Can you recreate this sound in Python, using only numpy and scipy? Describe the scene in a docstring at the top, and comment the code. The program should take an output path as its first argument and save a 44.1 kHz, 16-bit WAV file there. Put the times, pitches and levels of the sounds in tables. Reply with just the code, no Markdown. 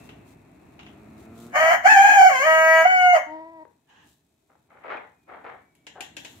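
"""In a brick pen, a rooster crows once: a hoarse note, a high rough one, a long clean one, then a soft
groan as his air runs out. His voice is a stream of air pulses ringing in his throat. Afterwards he
breathes in, feet scuff the dirt, beaks tap a feeder and a hen clucks. The walls echo the birds and feet.
Underneath are a low rumble, rustling straw and, from far off, a faint whine and a brief drone."""
import sys
import numpy as np
from scipy import signal
from scipy.fft import rfft, irfft, next_fast_len
from scipy.io import wavfile
from scipy.ndimage import uniform_filter1d, minimum_filter1d

SR = 44100
rng = np.random.default_rng(int(sys.argv[2]) if len(sys.argv) > 2 else 0)


def log_audio(samples):
    """Write samples as a 16-bit WAV file to the path given in sys.argv[1]."""
    # one column per channel
    frames = np.atleast_2d(samples).T
    # limit to full scale, then quantise
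    limited = np.clip(frames, -1, 1)
    pcm = np.round(limited * 32767).astype(np.int16)
    wavfile.write(sys.argv[1], SR, pcm)


N = 282240
TIME = np.arange(N) / SR


def from_db(db):
    """Turn decibels into a number to multiply by."""
    return 10 ** (np.asarray(db) / 20)


def rms_one(x):
    """Scale a sound to an average power of one."""
    return x / np.sqrt(np.mean(x ** 2) + 1e-20)


def evened(x, window_s=0.049):
    """Even out a sound so its power stays near one."""
    size = int(window_s * SR)
    power = uniform_filter1d(uniform_filter1d(x * x, size), size)
    return x / np.sqrt(np.abs(power) + 1e-12)


def in_time(rows):
    """Join timed rows with straight lines, one curve per column."""
    times, *columns = np.transpose(rows)
    return [np.interp(TIME, times, column) for column in columns]


def at_hz(points, hz):
    """Look up a value by frequency, on a scale of octaves."""
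    frequencies, values = np.transpose(points)
    return np.interp(np.log(np.maximum(hz, 1)), np.log(frequencies), values)


def colour(x, points):
    """Give a sound its tone colour: make each frequency as strong as a table says."""
    size = next_fast_len(N + SR // 4, True)
    hz = np.maximum(np.arange(size // 2 + 1) * SR / size, 1)
    octaves_outside = np.abs(np.log2(hz / np.clip(hz, points[0][0], points[-1][0])))
    gain = from_db(at_hz(points, hz) - 30 * np.minimum(octaves_outside, 2))
    # make the filter ring after a sound, never before it (minimum phase)
    cepstrum = irfft(np.log(gain), size)
    cepstrum[1:size // 2] *= 2
    cepstrum[size // 2:] = 0
    return irfft(rfft(x, size) * np.exp(rfft(cepstrum)), size)[..., :N]


def band(x, low_hz, high_hz, order=4):
    """Keep what lies between two frequencies."""
    return signal.sosfilt(signal.butter(order, [low_hz, high_hz], "band", fs=SR, output="sos"), x + 1e-18)


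def drift(rate):
    """A smooth random wobble that changes about `rate` times a second."""
    r = np.exp(-2 * np.pi * rate / SR)
    return rms_one(signal.lfilter([1], [1, -2 * r, r * r], rng.standard_normal(N + SR))[SR:])


def delayed(x, delay_ms):
    """The same sound, a little later."""
    return np.interp(TIME - delay_ms / 1000, TIME, x)


def ears(x, pan_db, lag_ms=0):
    """Place a sound: pan_db louder and lag_ms later in the left ear."""
    left, right = np.broadcast_to(x, (2, N))
    return np.array([delayed(left, lag_ms), right]) * from_db([[pan_db / 2], [-pan_db / 2]])


def stereo_noise(alike):
    """Hiss for two ears, from unrelated (0) to identical (1)."""
    mid, side = rng.standard_normal((2, N))
    return np.sqrt((1 + alike) / 2) * mid + np.sqrt((1 - alike) / 2) * side * np.array([[1], [-1]])


def grains(per_s, spread_db, alike):
    """Tiny random clicks of uneven size."""
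    sizes = from_db(spread_db * np.minimum(rng.exponential(1, N), 4))
    return rms_one(stereo_noise(alike) * sizes * (rng.random(N) < per_s / SR))


def swell(start_s, length_s, rise_db_per_s, fall_db_per_s):
    """A loudness curve that rises, holds at one, then falls."""
    early, late = np.maximum(start_s - TIME, 0), np.maximum(TIME - start_s - length_s, 0)
    return from_db(-np.clip(rise_db_per_s * early + fall_db_per_s * late, 0, 200))


def blows(rows, t60):
    """A loudness curve of sudden hits, each fading by 60 dB in t60 seconds."""
    return sum(from_db(db - 60 * np.clip((TIME - s) / t60, 0, 3)) * (TIME >= s) for s, db, *_ in rows)


# how much the pen stirs (time [s], rumble level [dB])
STIR = [(0.0, -48), (0.43, -54.5), (1.25, -49), (2.1, -57), (2.6, -57), (3.92, -71.5), (4.06, -62),
        (4.17, -73), (4.99, -66.5), (5.19, -70.5), (5.47, -61), (5.72, -69), (6.29, -55), (6.4, -55.5)]
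# spells of crackling straw (start [s], length [s], level [dB])
CRACKLES = [(0, 0.067, -62), (0.284, .02, -64.5), (1.19, 0.03, -63), (1.394, 0.056, -57),
            (4.069, 0.04, -64.5), (6.203, .2, -60)]
# tone of the rumble, the swish and the crackle (frequency [Hz], level [dB])
RUMBLE_COLOUR = [(21, -36), (35, -21), (57, 0), (172, 2), (211, -1), (264, 2.5), (331, -1), (473, -26.5),
                 (526, -22.5), (600, -21), (780, -46), (1320, -120)]
SWISH_COLOUR = [(240, -25), (400, 6), (520, -7), (657, 2), (734, -2), (1550, -12), (2580, -10),
                (3130, -31.5), (3910, -26.5), (4500, -27.5), (5850, -79.5), (9900, -120)]
CRACKLE_COLOUR = [(1760, -37.5), (3000, -5), (3920, -2.5), (4750, -9), (7640, -4), (9010, -8), (14800, -10),
                  (15500, -13)]
def rumble_and_straw(swish_db=-5, crackle_db=-21, rest_db=-78):
    """A low rumble and swishing, crackling straw rise and fall together, with a few brighter spells."""
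    stir = from_db(in_time(STIR)[0])
    spells = sum(from_db(db) * swell(s, length, 250, 130) for s, length, db in CRACKLES)
    crackle = np.maximum(spells, np.hypot(stir * from_db(crackle_db), from_db(rest_db)))
    rumble = stir * rms_one(colour(stereo_noise(0.94), RUMBLE_COLOUR))
    swish = stir * from_db(swish_db) * rms_one(colour(stereo_noise(0.25), SWISH_COLOUR))
    stalks = crackle * rms_one(colour(grains(4400, 1.843, 0.081), CRACKLE_COLOUR))
    return rumble + ears(swish + stalks, pan_db=2.4)


# path of the whine (time [s], pitch [Hz], level [dB])
WHINE = [(0, 2696, -60), (.5, 2622, -81), (4.6, 2542, -92), (5.15, 2490, -76), (5.62, 2270, -72),
         (6.4, 2266, -77)]
def far_whine(jitter=0.014):
    """A thin, wavering tone drifts in from outside and slowly sinks."""
    pitch_hz, level_db = in_time(WHINE)
    wavering_hz = pitch_hz * (1 + jitter * drift(90))
    return from_db(level_db) * np.sin(2 * np.pi * np.cumsum(wavering_hz) / SR)


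# feet in the straw (time [s], relative level [dB])
RUSTLES = [(0.074, -55), (0.091, -34), (0.124, -55), (0.792, -32), (0.829, -44), (0.864, -37.5)]
# tone of a rustle (frequency [Hz], level [dB])
RUSTLE_COLOUR = [(410, -24), (700, 10), (1820, 5), (2750, 12.5), (3930, -1.5), (4800, -8), (6850, -8),
                 (10000, -43), (13000, -62), (22000, -120)]
def rustles(gain_db=-11):
    """Stalks crush and settle under a foot."""
    stalks = rms_one(colour(grains(3000, 1.6, 0.078), RUSTLE_COLOUR))
    return from_db(gain_db) * blows(RUSTLES, t60=0.11) * stalks


def buzz(pitch_hz, jitter, half_db, rasp_db, flutter_hz=110, harmonics=26):
    """Unsteady pulses, as from a bird's voice box (syrinx); air hisses through each opening."""
    phase = 2 * np.pi * np.cumsum(pitch_hz * (1 + jitter * drift(flutter_hz))) / SR
    turn = np.exp(1j * phase)
    pulses = np.real(np.polyval(np.ones(harmonics), turn) * turn)   # adds equally strong harmonics
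    alternation = 1 + from_db(half_db) * np.cos(phase / 2)   # strong, weak, strong: half the pitch
    hiss = rms_one(rng.standard_normal(N) * (1 + np.cos(phase)))
    return rms_one(pulses) * alternation + from_db(rasp_db) * hiss


def muffled_tone(rows, tone, jitter, rasp_db, fade_s=0.0092):
    """A low, muffled buzz that follows a table of pitch and level, silent before and after."""
    pitch_hz, level_db = in_time(rows)
    voice = colour(buzz(pitch_hz, jitter, half_db=-32, rasp_db=rasp_db), tone)
    inside_s = np.minimum(TIME - rows[0][0], rows[-1][0] - TIME)
    return evened(voice) * from_db(level_db) * np.clip(1 + inside_s / fade_s, 0, 1)


# path of the drone (time [s], pitch [Hz], level [dB])
DRONE = [(0.85, 104.2, -56), (1.13, 106.9, -54.5), (1.4, 114.9, -46), (1.52, 119.3, -47)]
# tone of the drone (frequency [Hz], level [dB])
DRONE_COLOUR = [(110, -2), (220, 8), (335, 2.5), (450, -2), (560, -12), (680, -2), (850, -24), (1350, -8),
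                (2000, -42)]
def far_drone():
    """A faint, rough drone from outside rises in pitch."""
    return muffled_tone(DRONE, DRONE_COLOUR, jitter=0.0071, rasp_db=-1.5)


# tune of the crow (time [s], pitch [Hz])
CROW_PITCH = [(1.53, 560), (1.61, 635), (1.67, 650), (1.715, 680), (1.77, 610), (1.83, 620), (1.868, 830),
              (1.915, 872), (1.975, 782), (2.04, 818), (2.125, 830), (2.19, 778), (2.278, 745),
              (2.308, 555), (2.37, 508), (2.415, 545), (2.46, 638), (2.7, 644), (2.835, 650), (2.853, 738),
              (2.92, 743), (3.135, 716), (3.152, 640), (3.2, 585)]
# its notes (start [s], end [s], level [dB], growth over the note [dB], overtones [dB], treble [dB],
# jitter [share of pitch], half-pitch tone [dB], rasp [dB])
CROW_NOTES = [(1.561, 1.77, -15, 2, 1.5, -1, .02, -6, -6.5),
              (1.893, 1.942, -11.5, -5.5, 3, 4, .016, -31.5, -26.5),
              (1.966, 2.271, -11, -1, -1, 1, .021, -23.5, -27),
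              (2.311, 2.42, -17.5, 2.5, 4, 2.5, .012, -33, -21.5),
              (2.474, 2.825, -14.5, 0, 0.5, -2.5, 0.0027, -2.5, -17.5),
              (2.854, 3.128, -17.5, 2, 6, -3.5, 0.0025, -27, -29),
              (3.136, 3.166, -10.5, 0.5, -3.5, -7, 0.02, -19, -18.5)]
# two pushes of air that carry the notes (start [s], end [s])
BREATHS = [(1.559, 1.7447), (1.861, 3.1655)]
# voice cracks, where the voice box slips between ways of vibrating
# (time [s], half length [s], roughness [about 0-1], kick to the lowest harmonic [dB])
VOICE_CRACKS = [(1.535, 0.023, 0.55, 4.5), (1.78, 0.06, 1.06, -3), (1.867, 0.01, 0.11, 7),
                (2.31, 0.011, 0, 7.5), (2.843, 0.0091, 0.14, -6.5), (2.86, 0.0092, 0.17, 8.5),
                (3.186, .03, 0.9, 2)]
def crow_melody(crack_jitter=0.06, resonance_hz=1715, width_hz=125, lift_db=9):
    """Notes glide into each other, cracks roughen them, and harmonics swell where the throat rings."""
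    pitch_hz, = in_time(CROW_PITCH)
    note_edges = [(s, db + side * growth_db / 2, *rest)
                  for start, end, db, growth_db, *rest in CROW_NOTES
                  for s, side in ((start, -1), (end, 1))]
    level_db, overtones_db, treble_db, jitter, half_db, rasp_db = in_time(note_edges)
    airflow = np.max([swell(start, end - start, 897, 483) for start, end in BREATHS], axis=0)
    rough, kick_db = sum(np.outer([roughness, db], np.exp(-((TIME - s) / half_s) ** 2))
                         for s, half_s, roughness, db in VOICE_CRACKS)
    first_db = 0.79 * at_hz(THROAT, pitch_hz) + kick_db   # partly follows the throat's gain
    ring_db = lift_db * np.exp(-((2 * pitch_hz - resonance_hz) / width_hz) ** 2)
    # alternating pulses fill out the second and the top band
    second_db = overtones_db + ring_db + 10 * from_db(half_db)
    top_db = treble_db + 9 * from_db(half_db)
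    bands_db = [first_db, second_db, overtones_db, treble_db, top_db]
    strengths = [airflow * from_db(level_db + db) for db in bands_db]
    rasp_db = 20 * np.log10(from_db(rasp_db) + rough)
    return pitch_hz, jitter + crack_jitter * rough, half_db, rasp_db, strengths


# tone of the throat and of air rushing past the beak (frequency [Hz], level [dB])
THROAT = [(300, -30.5), (520, -13.5), (650, -2), (760, 6), (880, -9.5), (970, -8.5), (1300, -6.5),
          (1700, -2.5), (2250, -6), (2590, -26), (2930, -16.5), (3100, -14.5), (3260, -41), (3800, -41.5),
          (4450, -22.5), (4900, -41), (5300, -24.5), (5650, -34.5), (6500, -19.5), (6900, -26),
          (7600, -33.5), (9100, -41.5), (11000, -38), (15500, -36)]
SIZZLE_COLOUR = [(3750, -28.5), (4050, -15.5), (4500, -6), (5000, -7), (5400, -2), (5750, -7), (6600, 3.5),
                 (7700, -14.5), (8500, -6.5), (9200, -20), (11000, -11), (13000, -12), (15600, -15.5)]
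# bands of the voice (low [Hz], high [Hz], gain [dB], left over right [dB], left ear delay [ms])
VOICE_BANDS = [(479, 1044, -1, -2.5, 0.14), (1033, 2096, -11, 4, 0.24), (2103, 3500, -12.5, 5, 0.24),
               (4080, 9500, -24, 3, .4), (9770, 15800, -36.5, 11, .4)]
def crow(sizzle_db=-31, chest_db=-45.5, shake_hz=36, shake=0.7):
    """Pulses ring the rooster's throat, whose bands swell as his neck stretches and his beak opens."""
    pitch_hz, jitter, half_db, rasp_db, strengths = crow_melody()
    # under strain the pitch shakes in and out of the throat's main resonance
    tremor = np.sin(2 * np.pi * np.cumsum(shake_hz * (1 + 0.25 * drift(15))) / SR)
    pulses = buzz(pitch_hz * (1 + shake * jitter * tremor), jitter, half_db, rasp_db, flutter_hz=259.5)
    throat = near_walls(colour(pulses, THROAT))
    voice = 0
    for (low_hz, high_hz, gain_db, pan_db, lag_ms), strength in zip(VOICE_BANDS, strengths):
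        part = evened(band(throat, low_hz, high_hz, order=5), window_s=0.033)
        voice = voice + ears(part * strength * from_db(gain_db), pan_db, lag_ms)
    # the jet of air sizzles when the voice box rattles
    rattle_db = np.minimum(rasp_db + 10, 0)
    jet = strengths[3] * from_db(sizzle_db + rattle_db + 2 * drift(40))
    hiss = rms_one(near_walls(colour(rng.standard_normal(N), SIZZLE_COLOUR)))
    sizzle = ears(jet * hiss, pan_db=7, lag_ms=0.46)
    # a trace of the rushing air comes through his chest
    chest = strengths[1] * from_db(chest_db) * rms_one(band(stereo_noise(0.85), 230, 380, order=2))
    return voice + sizzle + chest


# echoes off close walls (left ear delay [ms], right ear delay [ms], level [dB])
NEAR_WALLS = [(3.1, 2.8, -8.5), (7.3, 8.1, -12.5), (12.4, 12.6, -6.5), (19.0, 18.8, -7)]
def near_walls(x):
    """Quick echoes mix with a wavering pitch and make its loudness flutter."""
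    return x + sum(from_db(db) * np.array([delayed(x, left_ms), delayed(x, right_ms)])
                   for left_ms, right_ms, db in NEAR_WALLS)


# path of the groan (time [s], pitch [Hz], level [dB])
GROAN = [(3.27, 301.5, -41), (3.335, 315.4, -36), (3.45, 322.4, -42), (3.52, 330.6, -47.5),
         (3.63, 313, -43)]
# tone of the groan (frequency [Hz], level [dB])
GROAN_COLOUR = [(310, 9), (640, 12), (950, 14.5), (1280, -10), (1600, -13), (1930, -1.5), (2250, -10),
                (2600, -23), (5000, -31)]
def groan():
    """The rooster groans softly as his air runs out."""
    return muffled_tone(GROAN, GROAN_COLOUR, jitter=0.011, rasp_db=-33)


# knocks on lumps of earth (time [s], relative level [dB])
CLODS = [(3.652, -26.5), (4.554, -35.5), (4.691, -47), (4.843, -52), (4.906, -33), (4.917, -38),
         (4.971, -36), (5.28, -35.5), (5.295, -39), (5.444, -19.5), (5.469, -25)]
def clods(gain_db=-14):
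    """Feet knock lumps of earth, whose softness dulls every knock."""
    thud = rms_one(colour(stereo_noise(0.79), [(250, 13.5), (800, 9), (2400, -15), (4000, -44)]))
    return from_db(gain_db) * band(thud * blows(CLODS, t60=0.019), 210, 3300, order=2)


# tone of the breath in (frequency [Hz], level [dB])
GASP_COLOUR = [(240, -38), (400, -3), (648, -17), (841, 1.5), (1430, -13), (1650, 2.5), (2200, -14.5),
               (2860, -4), (4820, -26), (6850, -18.5), (9000, -43), (11700, -70), (19800, -120)]
def gasp(start_s=3.9, length_s=0.13, level_db=-58):
    """The rooster refills his air sacs with a faint hiss."""
    hiss = rms_one(colour(stereo_noise(0.21), GASP_COLOUR))
    return from_db(level_db) * swell(start_s, length_s, 700, 140) * hiss


# scuffs on the dirt (start [s], length [s], relative level [dB], extra grit [dB])
SCUFFS = [(4.501, .02, -62, -7), (4.706, 0.15, -57, -1), (4.847, 0.067, -39, -5.5),
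          (4.902, 0.015, -31, -2.5), (5.288, 0.081, -44, -4.5), (5.45, 0.043, -40.5, -2.5)]
# tone of the dull earth and the sharp grit (frequency [Hz], level [dB])
EARTH_COLOUR = [(130, -32), (250, -11), (430, -1), (750, 4), (1050, -2.5), (1320, 1), (1800, -26)]
GRIT_COLOUR = [(760, -14.5), (1300, 0.5), (2230, -1.5), (2810, -14), (4120, -26.5), (6030, -46),
               (6620, -41), (8270, -61), (12000, -53.5), (15600, -72), (22000, -120)]
def scuffs(earth_db=-1, grit_db=-2):
    """Soles grind the dry floor: dull grains and sharper grit come in clumps."""
    strokes = [np.outer(from_db([db, db + extra_db]), swell(s, length, 1500, 197))
               for s, length, db, extra_db in SCUFFS]
    earth_level, grit_level = np.max(strokes, axis=0)
    clumps = rms_one(from_db(1.5 * drift(70)))
    earth = earth_level * from_db(earth_db) * rms_one(colour(grains(2400, 2.2, 0.65), EARTH_COLOUR))
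    grit = grit_level * from_db(grit_db) * rms_one(colour(grains(1600, 2.3, 0.2), GRIT_COLOUR))
    return (earth + grit) * clumps


# squeaks under a sole (time [s], level [dB], pitch [Hz])
SQUEAKS = [(4.972, -36.5, 2430), (4.981, -44, 2290)]
def squeaks(t60=0.049):
    """A stone slips and gives a tiny chirp."""
    return sum(blows([(s, db)], t60) * np.sin(2 * np.pi * hz * (TIME - s)) for s, db, hz in SQUEAKS)


# pecks at the feeder (time [s], relative level [dB], extra treble [dB])
PECKS = [(5.7511, -58.5, 4), (5.8674, -34.5, -14), (6.0067, -27.5, -2.5), (6.1674, -29, -6.5),
         (6.248, -31.5, -11)]
# tone of the feeder (frequency [Hz], level [dB])
FEEDER_COLOUR = [(180, -37), (300, -1.5), (571, -9), (907, -4.5), (1240, -21.5), (1490, -7.5), (2000, -4.5),
                 (2790, 2), (3070, -4.5), (5850, -15.5), (6900, -9), (8700, -22), (15500, -62)]
def pecks(crack_db=-6, rattle_db=-17, tip_db=-8):
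    """Each peck is a bright tick of the beak tip, a dry crack and a short rattle of the feeder."""
    crack = from_db(crack_db) * blows(PECKS, t60=0.087)
    rattle = from_db(rattle_db) * blows(PECKS, t60=0.17)
    tick = from_db(tip_db) * blows([(s, db + treble_db) for s, db, treble_db in PECKS], t60=0.032)
    feeder = (crack + rattle) * rms_one(colour(stereo_noise(0.089), FEEDER_COLOUR))
    beak = tick * rms_one(band(stereo_noise(0.11), 6700, 11900))
    return feeder + beak


# tone of the hen's voice (frequency [Hz], level [dB])
CLUCK_COLOUR = [(380, -9), (760, -3), (1150, -15), (1550, -9.5), (2200, -27), (3500, -34)]
def cluck(start_s=5.96, length_s=0.055, pitch_hz=385, level_db=-45.5):
    """A hen gives one short, hoarse note, more breath than tone."""
    voice = colour(buzz(np.full(N, pitch_hz), jitter=0.055, half_db=-31, rasp_db=5.5), CLUCK_COLOUR)
    return evened(voice) * from_db(level_db) * swell(start_s, length_s, 1800, 400)


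# how long the pen rings (frequency [Hz], time to fade by 60 dB [s])
PEN_RING = [(200, 0.33), (1400, 0.37), (4000, 0.35), (14000, 0.22)]
def pen_echoes(x, first_echo_s=0.011):
    """Brick walls return a blur of echoes, different at each ear; the treble dies first."""
    t = TIME[:int(0.7 * SR)]
    edges_hz = np.geomspace(100, 16000, 9)
    noise = rng.standard_normal((2, len(t)))
    echoes = sum(band(noise, low, high, order=2) * from_db(-60 * t / at_hz(PEN_RING, np.sqrt(low * high)))
                 for low, high in zip(edges_hz, edges_hz[1:]))
    echoes = echoes * (t > first_echo_s)
    return signal.fftconvolve(x, echoes / np.sqrt(np.sum(echoes ** 2) / 2), axes=1)[:, :N]


def scene():
    """Birds and feet share the echoes of the pen, over the quiet background."""
    rooster = crow()
    last_air = ears(groan(), pan_db=4, lag_ms=0.19)
    hen = ears(cluck(), pan_db=3.5)
    ground = ears(scuffs() + clods() + squeaks() + pecks() + rustles(), pan_db=2.6) + hen
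    echoes = pen_echoes(from_db(-9.5) * rooster + from_db(-12) * last_air + from_db(-5) * ground)
    return rooster + last_air + ground + gasp() + echoes + rumble_and_straw() + far_whine() + far_drone()


def record(dry, ceiling=0.88, bass_hz=54, top_hz=15700):
    """Gently turn down the loudest peaks, then cut the deep bass and the highest treble."""
    size = int(0.008 * SR)
    gain = ceiling / np.maximum(np.abs(dry).max(axis=0), ceiling)
    held_gain = minimum_filter1d(gain, 2 * size)
    smooth_gain = uniform_filter1d(uniform_filter1d(held_gain, size), size)
    thinned = signal.sosfilt(signal.butter(6, bass_hz, "high", fs=SR, output="sos"), dry * smooth_gain)
    return signal.sosfilt(signal.ellip(10, 0.2, 80, top_hz, fs=SR, output="sos"), thinned)


dry = scene()
out = record(dry)
log_audio(out)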